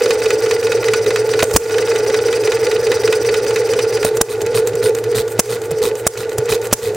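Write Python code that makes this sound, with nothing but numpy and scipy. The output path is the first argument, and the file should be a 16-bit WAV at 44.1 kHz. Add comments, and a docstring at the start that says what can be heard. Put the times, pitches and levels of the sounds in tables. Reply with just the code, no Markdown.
"""Heard very close: a small hit-and-miss engine on a wooden bench coasts, then slows and fires in sharp pops.
Coasting, the governor holds the exhaust valve open: the piston pumps air through resonances and parts knock.
As the mixture is turned it slows; air whistles past a fluttering intake valve and pops are pulse plus gas jet.
The gear hums and rattles as shaken resonances; steel parts tick as short noise bursts.
A limiter ducks after peaks above full scale, too late to keep the front of a loud pop from clipping."""
import sys
import numpy as np
from scipy import signal
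from scipy.fft import rfft, irfft
from scipy.io import wavfile
from scipy.ndimage import uniform_filter1d

SR = 44100
rng = np.random.default_rng(int(sys.argv[2]) if len(sys.argv) > 2 else 0)


def store_pcm(level_fs):
    """Save levels as 16-bit WAV."""
    pcm = np.round(np.clip(level_fs, -1, 1) * 32767).astype(np.int16)
    wavfile.write(sys.argv[1], SR, np.atleast_2d(pcm).T)


N = 306927
T = np.arange(N) / SR


def amp(db):
    """Level law: decibels to amplitude gain."""
    return 10 ** (np.asarray(db) / 20)


def unit(x):
    """Power normalisation: scales to rms 1."""
    return x / np.sqrt(np.mean(x ** 2) + 1e-20)


def noise():
    """White noise: equal power at all frequencies, for the whole scene."""
    return rng.standard_normal(N)


def add(mix, s, sound):
    """Superposition: adds a sound into the mix at time s."""
    part = mix[max(round(s * SR), 0):][:len(sound)]
    part += sound[:len(part)]


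def colour(x, spectrum, size=4096):
    """Minimum-phase filtering to a (Hz, dB) outline; white noise keeps its power."""
    hz, db = np.transpose(spectrum)
    bin_hz = abs(np.fft.fftfreq(size, 1 / SR)) + 1
    log_gain = np.log(amp(np.interp(np.log(bin_hz), np.log(hz), db)))
    min_phase = np.exp(np.conj(signal.hilbert(log_gain)))
    taps = np.fft.ifft(min_phase).real[:size // 2]
    return signal.oaconvolve(x, taps / np.linalg.norm(taps))[:len(x)]


def resonate(x, hz, width):
    """Simple resonance: complex output with gain 1 at a centre that may move."""
    turn = np.exp(2j * np.pi * np.cumsum(hz * np.ones(N)) / SR)
    r = np.exp(-np.pi * width / SR)
    return turn * signal.lfilter([1 - r], [1, -r], x / turn + 1e-18)


def ring(x, modes):
    """Modal superposition: x excites decaying sines; white noise keeps its power."""
    t = np.arange(SR // 5) / SR
    taps = np.zeros(len(t))
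    for hz, width, db in modes:
        taps += amp(db) * width * np.exp(-np.pi * width * t) * np.sin(2 * np.pi * hz * t)
    return signal.oaconvolve(x, taps / np.linalg.norm(taps))[:N]


def waver(modes, steady_s):
    """Random excitation: noise-driven resonances beat quickly but keep their strength over steady_s."""
    z = np.zeros(N, complex)
    for hz, width, db in modes:
        shaken = resonate(resonate(noise(), hz, width), hz, width * 4)
        z += amp(db) * np.sqrt(width) * shaken
    power = uniform_filter1d(abs(z) ** 2, int(steady_s * SR) + 1)
    return unit(z.real / np.sqrt(power + 1e-12))


def around(place, outline):
    """Periodicity: reads a (place, dB) outline that repeats every cycle."""
    return np.interp(place, *np.transpose(outline), period=1)


def hump(x, centre, width):
    """Gaussian swell: a smooth rise and fall around one centre."""
    return np.exp(-((x - centre) / width) ** 2)


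# Four-stroke cycles. Each row: top dead centre in seconds, exhaust valve held open (0 or 1),
# relative air level in dB, relative knock strength in dB.
CYCLES = [(-.085, 1, -27.5, 2), (0.1153, 1, -29, 1), (0.3138, 1, -29, 0.5), (0.5198, 1, -29, -0.5),
          (0.7281, 1, -30.5, 2.5), (0.9456, 1, -29.5, 2.5), (1.1693, 1, -30, 1.5), (1.402, 0, -31, 6.5),
          (1.6193, 1, -30.5, -1), (1.7903, 1, -29, -2), (1.9673, 1, -29.5, -1.5), (2.151, 1, -29, -3),
          (2.3361, 1, -28, -0.5), (2.5276, 1, -28.5, -1.5), (2.7231, 1, -30, -1), (2.9262, 1, -27.5, 1.5),
          (3.1352, 1, -28, 0.5), (3.3507, 1, -28.5, -0.5), (3.5696, 1, -29, 0), (3.8006, 1, -28.5, -1),
          (4.039, 0, -22, -4), (4.291, 0, -25, -5), (4.544, 0, -22, 0.5), (4.825, 0, -24, 0),
          (5.146, 0, -20.5, -2), (5.492, 0, -24.5, -3.5), (5.817, 0, -21.5, -3.5), (6.172, 0, -28.5, -4),
          (6.488, 0, -20, 0.5), (6.82, 0, -25, -8), (7.15, 0, -27, -5)]


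def crank():
    """Kinematics: place in the cycle (0-1), cycles a second, valve held open (0-1) and air gain."""
    s, held, air_db, _ = np.transpose(CYCLES)
    turns = np.interp(T, s, np.arange(len(s)))
    cycle = turns.astype(int)
    speed = np.interp(T, (s[1:] + s[:-1]) / 2, 1 / np.diff(s))
    held_smooth = uniform_filter1d(np.round(held[cycle]), size=200)
    air = amp(uniform_filter1d(air_db[cycle], size=200))
    return turns % 1, speed, held_smooth, air


def cycles():
    """Cycle timing: each as (start s, length s, valve held open 0/1, relative knock strength dB)."""
    return [(s, after[0] - s, round(held), db)
            for (s, held, _, db), after in zip(CYCLES, CYCLES[1:])]


# Hum of the running gear. Each row: time in seconds, relative level in dB.
HUM = [(0.0, -15), (0.8, -16.0), (2.72, -15.5), (4.24, -16), (4.4, -19), (4.64, -13.5), (4.72, -20),
       (4.88, -12.5), (5.04, -21.5), (5.12, -13.5), (5.36, -24.5), (5.52, -17.5), (5.6, -25.5),
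       (5.84, -14.0), (6.0, -23.5), (6.32, -21.5), (6.56, -16), (6.72, -27), (6.88, -15.5), (6.95, -23)]
# Swell of the hum through a coasting cycle. Each row: place (0-1), change in dB.
HUM_SWELL = [(0, 0), (.1, 1), (.19, 0.5), (.3, 0), (.45, -3.5), (.52, 2), (.7, 0), (.78, 3.5), (.87, 1)]
# Main hum resonances. Each row: frequency in Hz, width in Hz, relative level in dB.
HUM_MODES = [(438.9, 22, 1.5), (464.6, 26.4, -2), (493.2, 26, -12.5)]
# Broad rumble around the hum. Each row: frequency in Hz, relative density in dB per Hz.
RUMBLE_SPECTRUM = [(25, -37), (70, -7), (160, -17.5), (240, -21), (340, 1), (450, -4), (600, -3.5),
                   (740, -10), (1050, -19), (1800, -15), (3000, -27.5), (7000, -26.5), (11000, -35),
                   (16000, -81)]
# Overtones of the gear. Each row: frequency in Hz, width in Hz, relative level in dB.
GEAR_MODES = [(810, 24, 3), (871, 26, 8), (1177, 32, -2), (1431, 41, 4.5), (1980, 60, -8), (4530, 40, -31)]
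# Low drone of the bench. Each row: time in seconds, relative level in dB.
DRONE = [(0, -41.5), (.6, -34.5), (.95, -30.5), (1.8, -35.5), (3.2, -33), (4, -34), (5.2, -31.5),
         (6.3, -39.5), (6.96, -30)]
# The piston shoves the bench once a turn while coasting. Each row: place (0-1), change in dB.
DRONE_COASTING = [(0, -6.5), (.13, 1), (.3, -4), (.45, -5), (.6, 1), (.8, -2.5)]
# Shove on the bench in a working cycle. Each row: place (0-1), change in dB before the working boost.
DRONE_WORKING = [(.07, 3), (.25, -8.5), (.39, -6.5), (.5, -6), (.72, 0), (.9, -10.5)]


def running_gear(place, speed, held, wander_db=0.94, wander_hz=7, working_boost_db=3):
    """Forced vibration: gears and flywheels shake a resonance cluster, weaker overtones and the bench."""
    slow_noise = resonate(resonate(noise(), wander_hz, wander_hz), wander_hz, wander_hz).real
    wander = wander_db * unit(slow_noise)
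    hum_db = np.interp(T, *np.transpose(HUM)) + held * around(place, HUM_SWELL) + wander
    hum = amp(hum_db) * waver(HUM_MODES, steady_s=0.056)
    effort = speed / 5  # faster running is louder
    rumble = amp(-30.5) * colour(noise(), RUMBLE_SPECTRUM)
    overtones = amp(-33.5) * ring(noise(), GEAR_MODES)
    working_db = working_boost_db + around(place, DRONE_WORKING)
    shove_db = held * around(place, DRONE_COASTING) + (1 - held) * working_db
    drone_gain = amp(np.interp(T, *np.transpose(DRONE)) + shove_db)
    drone = drone_gain * waver([(114.2, 7.7, 0)], steady_s=0.14)
    return hum + effort * (rumble + overtones) + drone


# Spectrum of rattles and knocks. Each row: frequency in Hz, relative density in dB per Hz.
KNOCK_SPECTRUM = [(300, -20.5), (800, 1.5), (1500, 7.5), (2600, 5), (3300, -2), (5000, 0), (7000, -3.5),
                  (10000, -15.5), (16000, -40)]
# Ringing of the iron frame. 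Each row: frequency in Hz, width in Hz, relative level in dB.
FRAME = [(1250, 25, -17), (1480, 17, 10.5), (1755, 63, -12.5), (2041, 65, 4), (2546, 132, 2.5),
         (3020, 110, -4), (3850, 540, -5.5), (4546, 51, 1)]


def backlash(place, speed, per_s=300, spread_db=4, top_hz=6500):
    """Random impacts: gear teeth rattle most where the piston turns round and the load reverses."""
    strength = amp(spread_db * np.minimum(rng.exponential(1, N), 3))
    clicks = (rng.random(N) < per_s / SR) * strength
    t = np.arange(SR // 50) / SR
    energy = signal.oaconvolve(clicks ** 2, np.exp(-t / 0.0012))[:N]
    chatter = unit(np.sqrt(abs(energy)) * noise())
    reversal = np.cos(4 * np.pi * (place + 0.028)) ** 2
    chatter *= (0.11 + reversal) * (speed / 5) ** 1.07
    rattle = amp(-35) * colour(chatter, KNOCK_SPECTRUM) + amp(-37.0) * ring(chatter, FRAME)
    return signal.sosfilt(signal.butter(3, top_hz, fs=SR, output="sos"), rattle)


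# Hiss past the intake valve. Each row: frequency in Hz, relative density in dB per Hz.
INTAKE_SPECTRUM = [(400, 11), (1500, 3.5), (2900, -3), (3700, 7), (5300, 2), (6000, 0.5), (7800, 2),
                   (9300, 2.5), (10200, -5.5), (13000, -1.5), (16000, -5.5)]
# Leak of compressed charge. Each row: frequency in Hz, relative density in dB per Hz.
LEAK_SPECTRUM = [(800, -24), (1600, -1), (2400, -6), (4000, -22), (6500, 0), (8500, 9), (10500, -3),
                 (14000, 4), (16000, -2)]


def intake_air(place, held, air, flutter_hz=117):
    """Flow modulation: on a working cycle the intake valve flutters and whistles; then the charge leaks."""
    suck = np.interp(place, [.005, .03, .15, .19, .24], [0.099, 0.98, 0.71, 0.54, 0.055])
    unsteady_hz = flutter_hz * (1 + 1.5 * uniform_filter1d(noise(), size=900))
    flutter = 1 + .55 * np.cos(2 * np.pi * np.cumsum(unsteady_hz) / SR)
    hiss = amp(-1.0) * colour(noise() * flutter * suck, INTAKE_SPECTRUM)
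    whistle_gain = amp(np.interp(T, [4.9, 5.2], [-6, -13]))  # fades as the collar is turned
    whistle = whistle_gain * ring(noise() * suck ** 2, [(9130, 67, 0)])
    leak = amp(-13.5) * colour(noise() * hump(place, centre=0.49, width=0.067), LEAK_SPECTRUM)
    return (1 - held) * air * (hiss + whistle + leak)


# Resonances of the exhaust passage. Each row: frequency in Hz, width in Hz, relative level in dB.
PIPE = [(1920, 1200, -5.5), (4874, 530, 0.5), (5867, 215, 3.5), (6800, 2600, -12), (8340, 350, -3.5),
        (9580, 570, -10.5), (11000, 220, -10), (13900, 460, -15), (15500, 800, -13.5)]
# Air in each of the four strokes. Each entry: relative level in dB.
STROKE_DB = [1.8, -1.5, 2.5, -2]


def exhaust_air(place, held, air, rod=0.12, shift=0.0034):
    """Turbulent flow noise: the piston pumps air; fast flow is brighter and pulls the pipe resonances."""
    angle = 4 * np.pi * place
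    flow = np.sin(angle) * (1 + rod * np.cos(angle))  # the connecting rod: faster piston near the head
    stroke = amp(np.array(STROKE_DB)[(place * len(STROKE_DB)).astype(int)])
    valve = held + (1 - held) * amp(-11.5) * (place > 3 / 4)  # working: open in the last stroke only
    out = np.zeros(N)
    for hz, width, db in PIPE:
        rush = noise() * (abs(flow) + 0.064) ** (1.37 + hz / 9000) * stroke * valve * air
        centre_hz = hz * (1 + shift * np.tanh(2 * flow))
        out += amp(db) * resonate(resonate(rush, centre_hz, width), centre_hz, width * 3).real
    return amp(15.5) * out


# Valve spring left ringing by a hard blow. Each row: start in seconds, frequency in Hz, relative level in dB.
SPRING = [(1.429, 8200, -29), (5.146, 4500, -37), (5.82, 4530, -35)]


def spring(decay_s=0.05):
    """Free vibration: a thin steel tone dies away exponentially after the blow."""
    t, out = np.arange(SR // 2) / SR, np.zeros(N)
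    for s, hz, db in SPRING:
        add(out, s, amp(db) * np.exp(-t / decay_s) * np.sin(2 * np.pi * hz * t))
    return out


def contacts(rows, rise_s, decay_s, tail_db, tail_s):
    """Impact noise: each loose contact builds up, chatters for a few milliseconds and dies away."""
    t, out = np.arange(SR // 10) / SR, np.zeros(N)
    decay = np.exp(-t / decay_s) + amp(tail_db) * np.exp(-t / tail_s)
    shape = (1 - np.exp(-(t / rise_s) ** 2)) * decay
    for s, db in rows:
        add(out, s, amp(db) * shape / shape.max() * rng.standard_normal(len(t)))
    return out


# Knocks of rod, cam and push rod. Each row: valve held open (0 or 1) when it sounds, place (0-1),
# relative level in dB, treble against that level in dB.
KNOCKS = [(1, 0, -21, -23), (1, .2, -24.5, -13), (1, .52, -19.5, -4), (1, 0.8, -30.5, -17),
          (1, .712, -15, -7), (1, .952, -11.5, -2.5), (0, 0, -19, -6), (0, 0.1, -15, -14),
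          (0, .5, -33.5, 13), (0, .67, -26, -12)]
# Further ticks and knocks heard on their own, outside the rules. Each row: time in seconds, relative level in
# dB.
TICKS = [(4.1694, -15.5), (4.4163, -19), (4.4627, -22.5), (4.6718, -15.5), (4.7535, -22.5), (4.892, -24),
         (4.9493, -21), (5.039, -23.5), (5.7074, -25), (6.1741, -20.5), (6.549, -21), (6.669, -23.5)]
# Ignition contact closing and opening. Each row: place (0-1), relative level in dB.
CONTACT = [(.382, -25.5), (0.899, -26.5)]
# Spectrum of small ticks. Each row: frequency in Hz, relative density in dB per Hz.
TICK_SPECTRUM = [(1000, 11), (4000, 4), (5200, 5.5), (6700, 12.5), (8000, 8.5), (11000, -0.5), (12700, 2),
                 (16000, -2)]
# Spectrum of the governor pawl. Each row: frequency in Hz, relative density in dB per Hz.
PAWL_SPECTRUM = [(3000, -30), (9000, -8), (12000, -6), (14000, 1), (16000, -3)]


def linkage(lead_s=.0015, uneven_db=0.57, pawl_place=0.443, pawl_db=-28, slow_cycle_s=.3):
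    """Impact excitation: knocks at fixed crank angles ring the iron frame; small steel parts tick."""
    knocks, pawl, ignition = [], [], []
    for start, length, held, strength_db in cycles():
        for when_held, place, db, treble_db in KNOCKS:
            if round(when_held) == held:
                knocks.append((start + place * length, db + strength_db, treble_db))
        if held:  # the pawl clicks once in each coasting cycle
            pawl.append((start + pawl_place * length, pawl_db))
        if length > slow_cycle_s:  # the ignition contact is heard only in long cycles
            ignition += [(start + place * length, db) for place, db in CONTACT]
    knocks = np.array(knocks)
    s, db, treble_db = knocks[knocks[:, 0] > 0].T
    db = db + uneven_db * rng.standard_normal(len(s))  # never quite alike
    blows = contacts(zip(s - lead_s, db), rise_s=0.0034, decay_s=0.003, tail_db=-20.5, tail_s=0.019)
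    edges = contacts(zip(s, db + treble_db), rise_s=0.00062, decay_s=0.0025, tail_db=-22, tail_s=0.016)
    ticks = contacts(list(TICKS) + ignition, rise_s=.001, decay_s=.0028, tail_db=-22, tail_s=.012)
    clicks = contacts(pawl, rise_s=.0008, decay_s=0.001, tail_db=-31, tail_s=0.0053)
    frame = amp(-8.0) * colour(blows, KNOCK_SPECTRUM) + amp(-9.0) * ring(blows, FRAME)
    treble = amp(-6.0) * colour(edges, TICK_SPECTRUM) + colour(ticks, TICK_SPECTRUM)
    return frame + treble + colour(clicks, PAWL_SPECTRUM)


# Firings, spits and slow burns. Each row: start in seconds, pressure pulse in dB, gas jet in dB,
# jet length in seconds, port ring in dB, after-hiss in dB (all levels relative).
POPS = [(1.4294, 2, -11.5, 0.0041, 0, -29), (1.4386, -8, -13.5, 0.0055, -5, -44),
        (1.531, -35, -26, 0.087, -36, -48), (1.5624, 14, 0, 0.0088, -10, -25),
        (4.049, -11, -11.5, 0.0034, -1, -50), (4.212, 9, -5.5, 0.0078, -24, -30),
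        (5.3928, 4, -1.5, .010, 2, -27), (5.713, -33, -23, 0.0063, -13, -60),
        (6.0670, -3, -6, 0.0089, -2, -31.5), (6.3808, -19, -13.5, 0.0066, -14, -43),
        (6.7277, 6, -2.5, 0.011, 0.5, -25)]
# Soft low puffs of slow burns. Each row: start in seconds, relative level in dB, frequency in Hz.
PUFFS = [(1.542, -8.5, 80.6), (4.46, -28, 130), (4.734, -25, 150), (5.714, -17, 144), (6.383, -15, 122)]
# Spectrum of the gas jet. Each row: frequency in Hz, relative density in dB per Hz.
JET_SPECTRUM = [(150, -1), (600, -1.5), (1100, -2), (2300, -8), (4000, -13.5), (5500, -1.5), (8000, -1),
                (10500, -6), (13000, -13), (16000, -5.5)]


def firings(pulse_s=0.00078, port_hz=620, port_s=0.0022, after_s=0.048):
    """Blast wave and jet noise: a pulse rings the port, a jet of gas tears after it, the rest hisses out."""
    t = np.arange(SR // 4) / SR
    pulses, jets, rest = np.zeros((3, N))
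    for s, pulse_db, jet_db, length, port_db, after_db in POPS:
        u = t / pulse_s
        add(pulses, s, -amp(pulse_db + 19.5) * u * (1 - u) * np.exp(-u * 3.7))
        add(pulses, s, -amp(port_db) * np.exp(-t / port_s) * np.sin(2 * np.pi * port_hz * t))
        tearing = amp(4.13 * unit(uniform_filter1d(rng.standard_normal(len(t)), size=60)))
        jet_gain = amp(jet_db) * np.exp(-(t / length) ** 3)
        add(jets, s + pulse_s, jet_gain * tearing * rng.standard_normal(len(t)))
        crack = amp(jet_db - 22) * hump(t, centre=0.0022, width=0.0052)  # the valve cracks open
        add(jets, s - .004, crack * rng.standard_normal(len(t)))
        after = amp(after_db) * (t / after_s) * np.exp(1 - t / after_s)
        add(rest, s, after * rng.standard_normal(len(t)))
    for s, db, hz in PUFFS:
        u = t * hz
        add(pulses, s, amp(db) * u * np.exp(1 - u * 1.23) * -np.sin(2 * np.pi * u))
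    after_hiss = colour(rest, TICK_SPECTRUM) * amp(-5.0) + colour(rest, LEAK_SPECTRUM) * amp(-33.0)
    return pulses + colour(jets, JET_SPECTRUM) + after_hiss


# Scattered sound. Each row: frequency in Hz, relative level in dB.
SIDE_SPECTRUM = [(100, -28), (450, -55), (1000, -75), (2000, -7.5), (5000, -5.5), (9000, 0), (16000, 0)]


def scatter_to_sides(x, side_db=-7):
    """Diffuse scattering: bench and nearby things spread the treble to the sides; bass stays central."""
    t = np.arange(SR // 25) / SR
    echoes = rng.standard_normal(len(t)) * np.exp(-t / .008)
    all_pass = irfft(np.exp(1j * np.angle(rfft(echoes))))  # even over frequency
    scatter = all_pass * np.exp(-t / 0.15)
    side = amp(side_db) * colour(signal.oaconvolve(x, scatter)[:N], SIDE_SPECTRUM)
    return np.array([x + side, x - side]) * amp([[-.6], [.6]])  # right slightly louder


def scene():
    """Superposition of all parts of the engine, timed by its crank."""
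    place, speed, held, air = crank()
    gear = running_gear(place, speed, held) + backlash(place, speed)
    gas = intake_air(place, held, air) + exhaust_air(place, held, air) + firings()
    return scatter_to_sides(gear + spring() + linkage() + gas)


def record(dry, limit_db=0, recover_db_per_s=75, attack_s=0.0097, low_cut_hz=42, deepest_db=12,
           top_hz=16060):
    """Gain limiting: the level ducks after peaks, too late to stop their fronts clipping; then a band limit."""
    dry = signal.sosfilt(signal.butter(2, low_cut_hz, "high", fs=SR, output="sos"), dry)
    peak_db = 20 * np.log10(abs(dry).max(0) + 1e-9)  # the louder side governs both
    over_db = np.clip(peak_db - limit_db, 0, deepest_db)
    recovery = T * recover_db_per_s
    held_db = np.maximum.accumulate(over_db + recovery) - recovery
    r = np.exp(-1 / (attack_s * SR))
    duck_db = signal.lfilter([1 - r], [1, -r], held_db)
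    clipped = np.clip(dry * amp(-duck_db), -1, 1)
    low_pass = signal.firwin(1023, top_hz, window=("kaiser", 8), fs=SR)
    return signal.oaconvolve(clipped, low_pass[None], "same", axes=1)


dry = scene()
out = record(dry)
store_pcm(out)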